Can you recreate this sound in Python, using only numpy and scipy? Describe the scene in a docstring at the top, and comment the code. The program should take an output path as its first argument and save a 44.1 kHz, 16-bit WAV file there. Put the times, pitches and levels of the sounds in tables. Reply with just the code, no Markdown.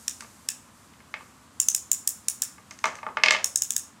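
"""Toy crane on a wooden table

A small toy crane is turned by hand: its plastic ratchet snaps tooth by tooth, its loose parts tap.
Its wooden base knocks on the table and a loose wooden piece topples with a short clatter.
Fingers rub on the toy; a living room answers with a few echoes, a short tail and a low rumble."""
import sys
import numpy as np
from scipy import signal
from scipy.fft import rfft, irfft, next_fast_len
from scipy.io import wavfile
from scipy.ndimage import uniform_filter1d, minimum_filter1d, map_coordinates

SR = 44100
rng = np.random.default_rng(int(sys.argv[2]) if len(sys.argv) > 2 else 0)


def unload_audio(sound):
    """Save the sound as a 16-bit wav file, at the path given as the first command line argument."""
    columns = np.transpose(np.atleast_2d(sound))
    # keep every value between -1 and 1, then stretch to whole-number steps
    steps = np.round(np.clip(columns, -1, 1) * 32767)
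    wavfile.write(sys.argv[1], SR, steps.astype(np.int16))


N = 176400
T = np.arange(SR // 8) / SR  # time within one hit [s]


def amp(db):
    """Decibels to gain."""
    return 10 ** (np.asarray(db) / 20)


def unit(x):
    """Scale to rms 1."""
    return x / np.sqrt(np.mean(x ** 2) + 1e-20)


def along(points, hz):
    """Read a curve of (frequency [Hz], value) points on a log frequency axis."""
    freqs, values = np.transpose(points)
    return np.interp(np.log(hz + 1), np.log(freqs), values)


def filtered(x, response):
    """Zero-phase EQ: response gives the gain at each frequency."""
    size = next_fast_len(len(x) + 4096)
    return irfft(rfft(x, size) * response(np.fft.rfftfreq(size, 1 / SR)), size)[:len(x)]


def cut(x, hz, kind, order):
    """A causal high-pass or low-pass."""
    return signal.sosfilt(signal.butter(order, min(hz, SR / 3), kind, fs=SR, output="sos"), x)


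def noise(colour, size):
    """Coloured noise of rms 1."""
    return unit(filtered(rng.standard_normal(size), lambda hz: amp(along(colour, hz))))


def pulse(colour):
    """A single pulse with a smooth spectrum, rms 1."""
    return unit(filtered(signal.unit_impulse(len(T), "mid"), lambda hz: amp(along(colour, hz))))


def burst(colour, hold, t60):
    """The noise of one contact: fast attack, hold [s], decay."""
    attack = 1 - np.exp(-T / .0005)
    decay = amp(-60 * np.maximum(T - hold, 0) / t60)
    return unit(noise(colour, len(T)) * attack * decay)


def ring(modes, rise_s, scatter_db, detune):
    """Damped modes, struck a little differently each time."""
    hz, db, t60 = np.transpose(modes)[:, :, None]
    strength, shift, phase = rng.standard_normal((3, len(modes), 1))
    decays = amp(db + scatter_db * strength - 60 * T / t60)
    partials = np.sin(2 * np.pi * (hz * (1 + detune * shift) * T + phase))
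    attack = 1 - np.exp(-(T / rise_s) ** 2)
    return unit((decays * partials).sum(0) * attack)


def at_level(x, db):
    """Give a hit the energy of 4 ms at this level."""
    return x * amp(db) * np.sqrt(.004 * SR / np.sum(x ** 2))


def add(out, start_s, x):
    """Mix x into out from start_s."""
    part = out[max(0, round(start_s * SR)):][:len(x)]
    part += x[:len(part)]


# early reflections off near surfaces (delay [s], relative level [dB])
ECHOES = [(.0087, -48), (0.0116, -26), (0.0214, -22), (0.025, -20.5), (.0302, -18)]
# decay of the room's tail (frequency [Hz], t60 [s])
ROOM_DECAY = [(150, 0.99), (600, 0.48), (2000, 0.29), (7000, .33), (10000, 0.31), (15000, 0.26)]


def in_room(hit, send, echo_db, tail_db):
    """A hit, its echoes and a tail coloured by send, the sound it spreads in all directions."""
    hz, t, bands = signal.stft(rng.standard_normal(SR // 2), SR, nperseg=256)
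    decay = amp(-60 * t / along(ROOM_DECAY, hz)[:, None])
    tail = signal.istft(bands * decay, SR, nperseg=256)[1]
    tail *= 1 - np.exp(-(np.arange(len(tail)) / SR / .0059) ** 2)  # blooms in about 6 ms
    send_power = uniform_filter1d(np.abs(rfft(send)) ** 2, size=25)
    send_hz = np.fft.rfftfreq(len(send), 1 / SR)
    wet = filtered(tail, lambda f: np.sqrt(np.abs(np.interp(f, send_hz, send_power))))
    out = wet * amp(tail_db) * np.linalg.norm(hit) / np.linalg.norm(wet)
    add(out, 0, hit)
    for delay, db in ECHOES:
        add(out, delay, amp(db + echo_db) * hit)
    ceiling_slap = amp(echo_db - 8) * cut(hit, 6800, "highpass", order=4)
    add(out, .0147, ceiling_slap)
    return out


# room tone spectrum (frequency [Hz], relative level [dB])
RUMBLE_COLOUR = [(25, -21), (45, -24), (68, 0.5), (110, 1.5), (160, -4.5), (230, 3), (380, -10), (700, -11),
                 (1100, -5), (2000, -14), (4000, -19.5), (8000, -24), (15000, -55)]


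def room_rumble():
    """The living room's steady, low bed of noise."""
    return amp(-55) * noise(RUMBLE_COLOUR, N)


# envelope of the finger rub (time [s], level [dB])
RUB_LEVEL = [(0, -53), (.3, -56.5), (.7, -63), (.8, -61), (1.05, -64.5), (1.2, -60), (1.5, -63.5),
             (2.2, -59.5), (2.65, -63), (2.78, -60.5), (3.1, -65), (4, -67)]
# friction spectrum (frequency [Hz], relative level [dB])
RUB_COLOUR = [(500, -63), (2000, -12), (4500, -1), (7500, 6), (11000, -0.5), (15000, -8.5), (16500, -36)]


def finger_rub():
    """A faint, slightly uneven hiss of fingers sliding on the toy."""
    t = np.arange(N) / SR
    knots_per_s, uneven_db = 25, .6
    knots = rng.standard_normal(int(t[-1] * knots_per_s) + 4)
    wobble_db = uneven_db * map_coordinates(knots, [t * knots_per_s])
    return noise(RUB_COLOUR, N) * amp(np.interp(t, *np.transpose(RUB_LEVEL)) + wobble_db)


# one click per tooth (time [s], level [dB], pawl pitch [Hz], pawl ring [dB], body EQ [dB], edge EQ [dB])
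TEETH = [(0.0803, -20, 5850, -8, 10.5, -3), (0.4876, -19.5, 7800, -2, 11.5, -1),
         (1.6008, -13, 7080, 2.5, 3.5, 1), (1.686, -12, 6250, 1.5, 3.5, -4),
         (1.7479, -15, 6910, -7, 3, -0.5), (1.9161, -12.5, 7130, 7.5, 3, 3), (2.0752, -15, 7300, -10, 0, 5),
         (2.2839, -16.5, 9640, 4.5, 5.5, 4), (2.4203, -17.5, 7130, -1, 1, 3),
         (3.4436, -15.5, 6820, 0.5, 5, -0.5), (3.5585, -14.5, 6510, -10.5, -1.5, -8.5),
         (3.6204, -16.5, 6770, 4, 5.5, 2.5), (3.7056, -19, 6690, -2.5, 5, 2),
         (3.7643, -17, 6600, 1, 2.5, 1)]
# modes of the plastic housing (frequency [Hz], relative level [dB], t60 [s])
HOUSING_MODES = [(1707, -20.5, 0.022), (2694, -19.5, 0.015), (3630, -16, 0.018), (5450, -0.5, 0.013),
                 (6530, -18, 0.021), (7060, 6, 0.014), (9290, -9, 0.0066), (9436, 5.5, 0.0068),
                 (10750, -4.5, 0.0093), (13000, -44.5, .007), (15100, 1, 0.0027)]
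# the pawl's bright transient (frequency [Hz], relative level [dB])
SNAP_COLOUR = [(300, -39.5), (1200, -26), (2600, -13.5), (4400, -13.5), (5500, 1), (8000, 6), (10500, -2.5),
               (12500, -6.5), (15000, -6.5), (16500, -11)]


def ratchet():
    """The pawl snaps off each tooth, rings briefly and shakes the housing."""
    body_hz, edge_hz = 4970, 11000
    snap_t60, pawl_t60, lead_in_s = .009, .0065, .0014
    out = np.zeros(N)
    for start, db, pawl_hz, pawl_db, body_db, edge_db in TEETH:
        # body is a low shelf; edge applies once across the band and twice above edge_hz
        below = lambda f, corner_hz: 1 / (1 + (f / corner_hz) ** 8)
        eq = lambda f: amp(body_db * below(f, body_hz) + edge_db * (2 - below(f, edge_hz)))
        housing = ring(HOUSING_MODES, rise_s=.00066, scatter_db=3, detune=.015)
        pawl = amp(pawl_db) * ring([(pawl_hz, 0, pawl_t60)], rise_s=.0009, scatter_db=0, detune=0)
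        snap = amp(4.5) * burst(SNAP_COLOUR, hold=.00091, t60=snap_t60)
        direct = filtered(unit(housing + snap), eq) + pawl
        send = filtered(unit(amp(-4) * housing + pulse(SNAP_COLOUR)), eq) + amp(-5.5) * pawl
        add(out, start, in_room(at_level(direct, db), send, echo_db=0, tail_db=-9))
        # each click opens with a faint noise lead-in that softens its attack
        lead_in = burst(SNAP_COLOUR, hold=lead_in_s, t60=snap_t60)
        add(out, start - lead_in_s, at_level(lead_in, db - 12.5))
    return out


# taps of loose plastic parts (time [s], level [dB])
TAPS = [(0.2069, -35), (2.428, -32.5), (2.709, -38), (2.789, -42), (2.8407, -30.5), (2.8553, -28),
        (2.878, -42), (2.954, -38.5), (3.3074, -21), (3.321, -33), (3.331, -35)]
# spectrum of one tap (frequency [Hz], relative level [dB])
TAP_COLOUR = [(500, -33), (1600, 9.5), (3500, -3), (6300, 7.5), (8500, -4), (12000, -21.5), (16000, -23)]


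def loose_parts():
    """The jib and hook tap in their joints when the toy is jolted."""
    out = np.zeros(N)
    for start, db in TAPS:
        tap = at_level(burst(TAP_COLOUR, hold=.00021, t60=.014), db)
        add(out, start, in_room(tap, pulse(TAP_COLOUR), echo_db=1, tail_db=-6))
    return out


# wood hitting the table (time [s], level [dB], low-pass corner [Hz], table-top share [dB])
KNOCKS = [(.222, -40.5, 1630, 12), (.244, -45.5, 1530, -2), (.936, -53.5, 3000, -11), (1.003, -49, 2560, 1),
          (1.1398, -25.5, 2700, -4), (1.208, -42, 2380, 9), (2.581, -45, 2000, 6), (2.712, -40.5, 2480, -1),
          (2.8408, -15, 2700, 1.5), (2.8555, -19, 1720, 6), (2.987, -39.5, 2440, 4),
          (3.030, -30.5, 1030, -1.5), (3.065, -24, 1300, 10), (3.087, -33, 1190, -1),
          (3.17, -18.5, 2400, 2.5), (3.2355, -8.5, 4360, -12), (3.259, -15.5, 5100, -12),
          (3.266, -21.5, 3000, 9), (3.2835, -11, 3260, -18), (3.3075, -11, 5000, -11.5),
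          (3.321, -24, 3960, 1.5), (3.336, -20, 2820, -12), (3.347, -18.5, 2880, -1),
          (3.355, -29.5, 2810, -16), (3.364, -27, 2620, -20)]
# modes of the toy's wood on the table (frequency [Hz], relative level [dB], t60 [s])
WOOD_MODES = [(467, -19.5, 0.044), (628.3, -15, 0.16), (886, -8, 0.059), (1182, -4.5, 0.065),
              (1380, 0, 0.011), (1740, 0.5, 0.022), (2150, 4.5, 0.028), (2558, -0.5, 0.025),
              (3030, -1.5, 0.016), (3270, -29, 0.021), (4130, -10, 0.011), (5070, -1.5, 0.014),
              (6400, -5, 0.006)]
# a knock's transient (frequency [Hz], relative level [dB])
CRACK_COLOUR = [(150, -29), (450, -16), (1000, 2), (2200, 3), (4000, 0), (7000, -3.5), (10000, -16),
                (16000, -23)]


def wood_knocks():
    """Wood meets the table; softer contacts lose their treble, flatter ones drive the table top."""
    table_hz, table_octaves, crack_db = 1036, .7, -2.5

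    def contact(x, corner_hz, table_db):
        """A bell EQ for the table top, then a high cut and a low cut."""
        bell = lambda f: amp(table_db * np.exp(-(np.log2((f + 1) / table_hz) / table_octaves) ** 2))
        softened = cut(filtered(x, bell), corner_hz, "lowpass", order=2)
        return cut(softened, 520, "highpass", order=2)

    out = np.zeros(N)
    for start, db, corner_hz, table_db in KNOCKS:
        body = ring(WOOD_MODES, rise_s=.0009, scatter_db=1.2, detune=.005)
        crack = amp(crack_db) * burst(CRACK_COLOUR, hold=.0017, t60=.019)
        direct = contact(body + crack, corner_hz, table_db)
        send = contact(amp(-.5) * body + amp(crack_db) * pulse(CRACK_COLOUR), corner_hz, table_db)
        add(out, start, in_room(at_level(direct, db), send, echo_db=-5, tail_db=-7))
    return out


# the table top's low boom (frequency [Hz], relative level [dB])
THUD_COLOUR = [(70, -23), (130, -18), (205, -1), (300, -12), (460, -3.5), (650, -12), (1200, -51)]


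def table_thud():
    """The table top booms softly under each knock, more so when the contact is flat."""
    out = np.zeros(N)
    for start, db, _, table_db in KNOCKS:
        boom = burst(THUD_COLOUR, hold=.005, t60=.45)
        add(out, start, at_level(boom, db + table_db - 23.5))
    return out


def scene():
    """The toy over the room's steady rumble, in mono."""
    return (ratchet() + wood_knocks() + table_thud() + loose_parts() + finger_rub() + room_rumble())[None]


def record(dry):
    """A fast limiter catches the highest peaks; a steep low-pass trims the very top."""
    limit, span, top_hz = .88, round(.003 * SR), 15950
    mix = dry[0]
    needed_gain = limit / np.maximum(np.abs(mix), limit)
    smooth_gain = uniform_filter1d(minimum_filter1d(needed_gain, 2 * span), span)
    return filtered(mix * smooth_gain, lambda hz: 1 / np.sqrt(1 + (hz / top_hz) ** 160))[None]


dry = scene()
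out = record(dry)
unload_audio(out)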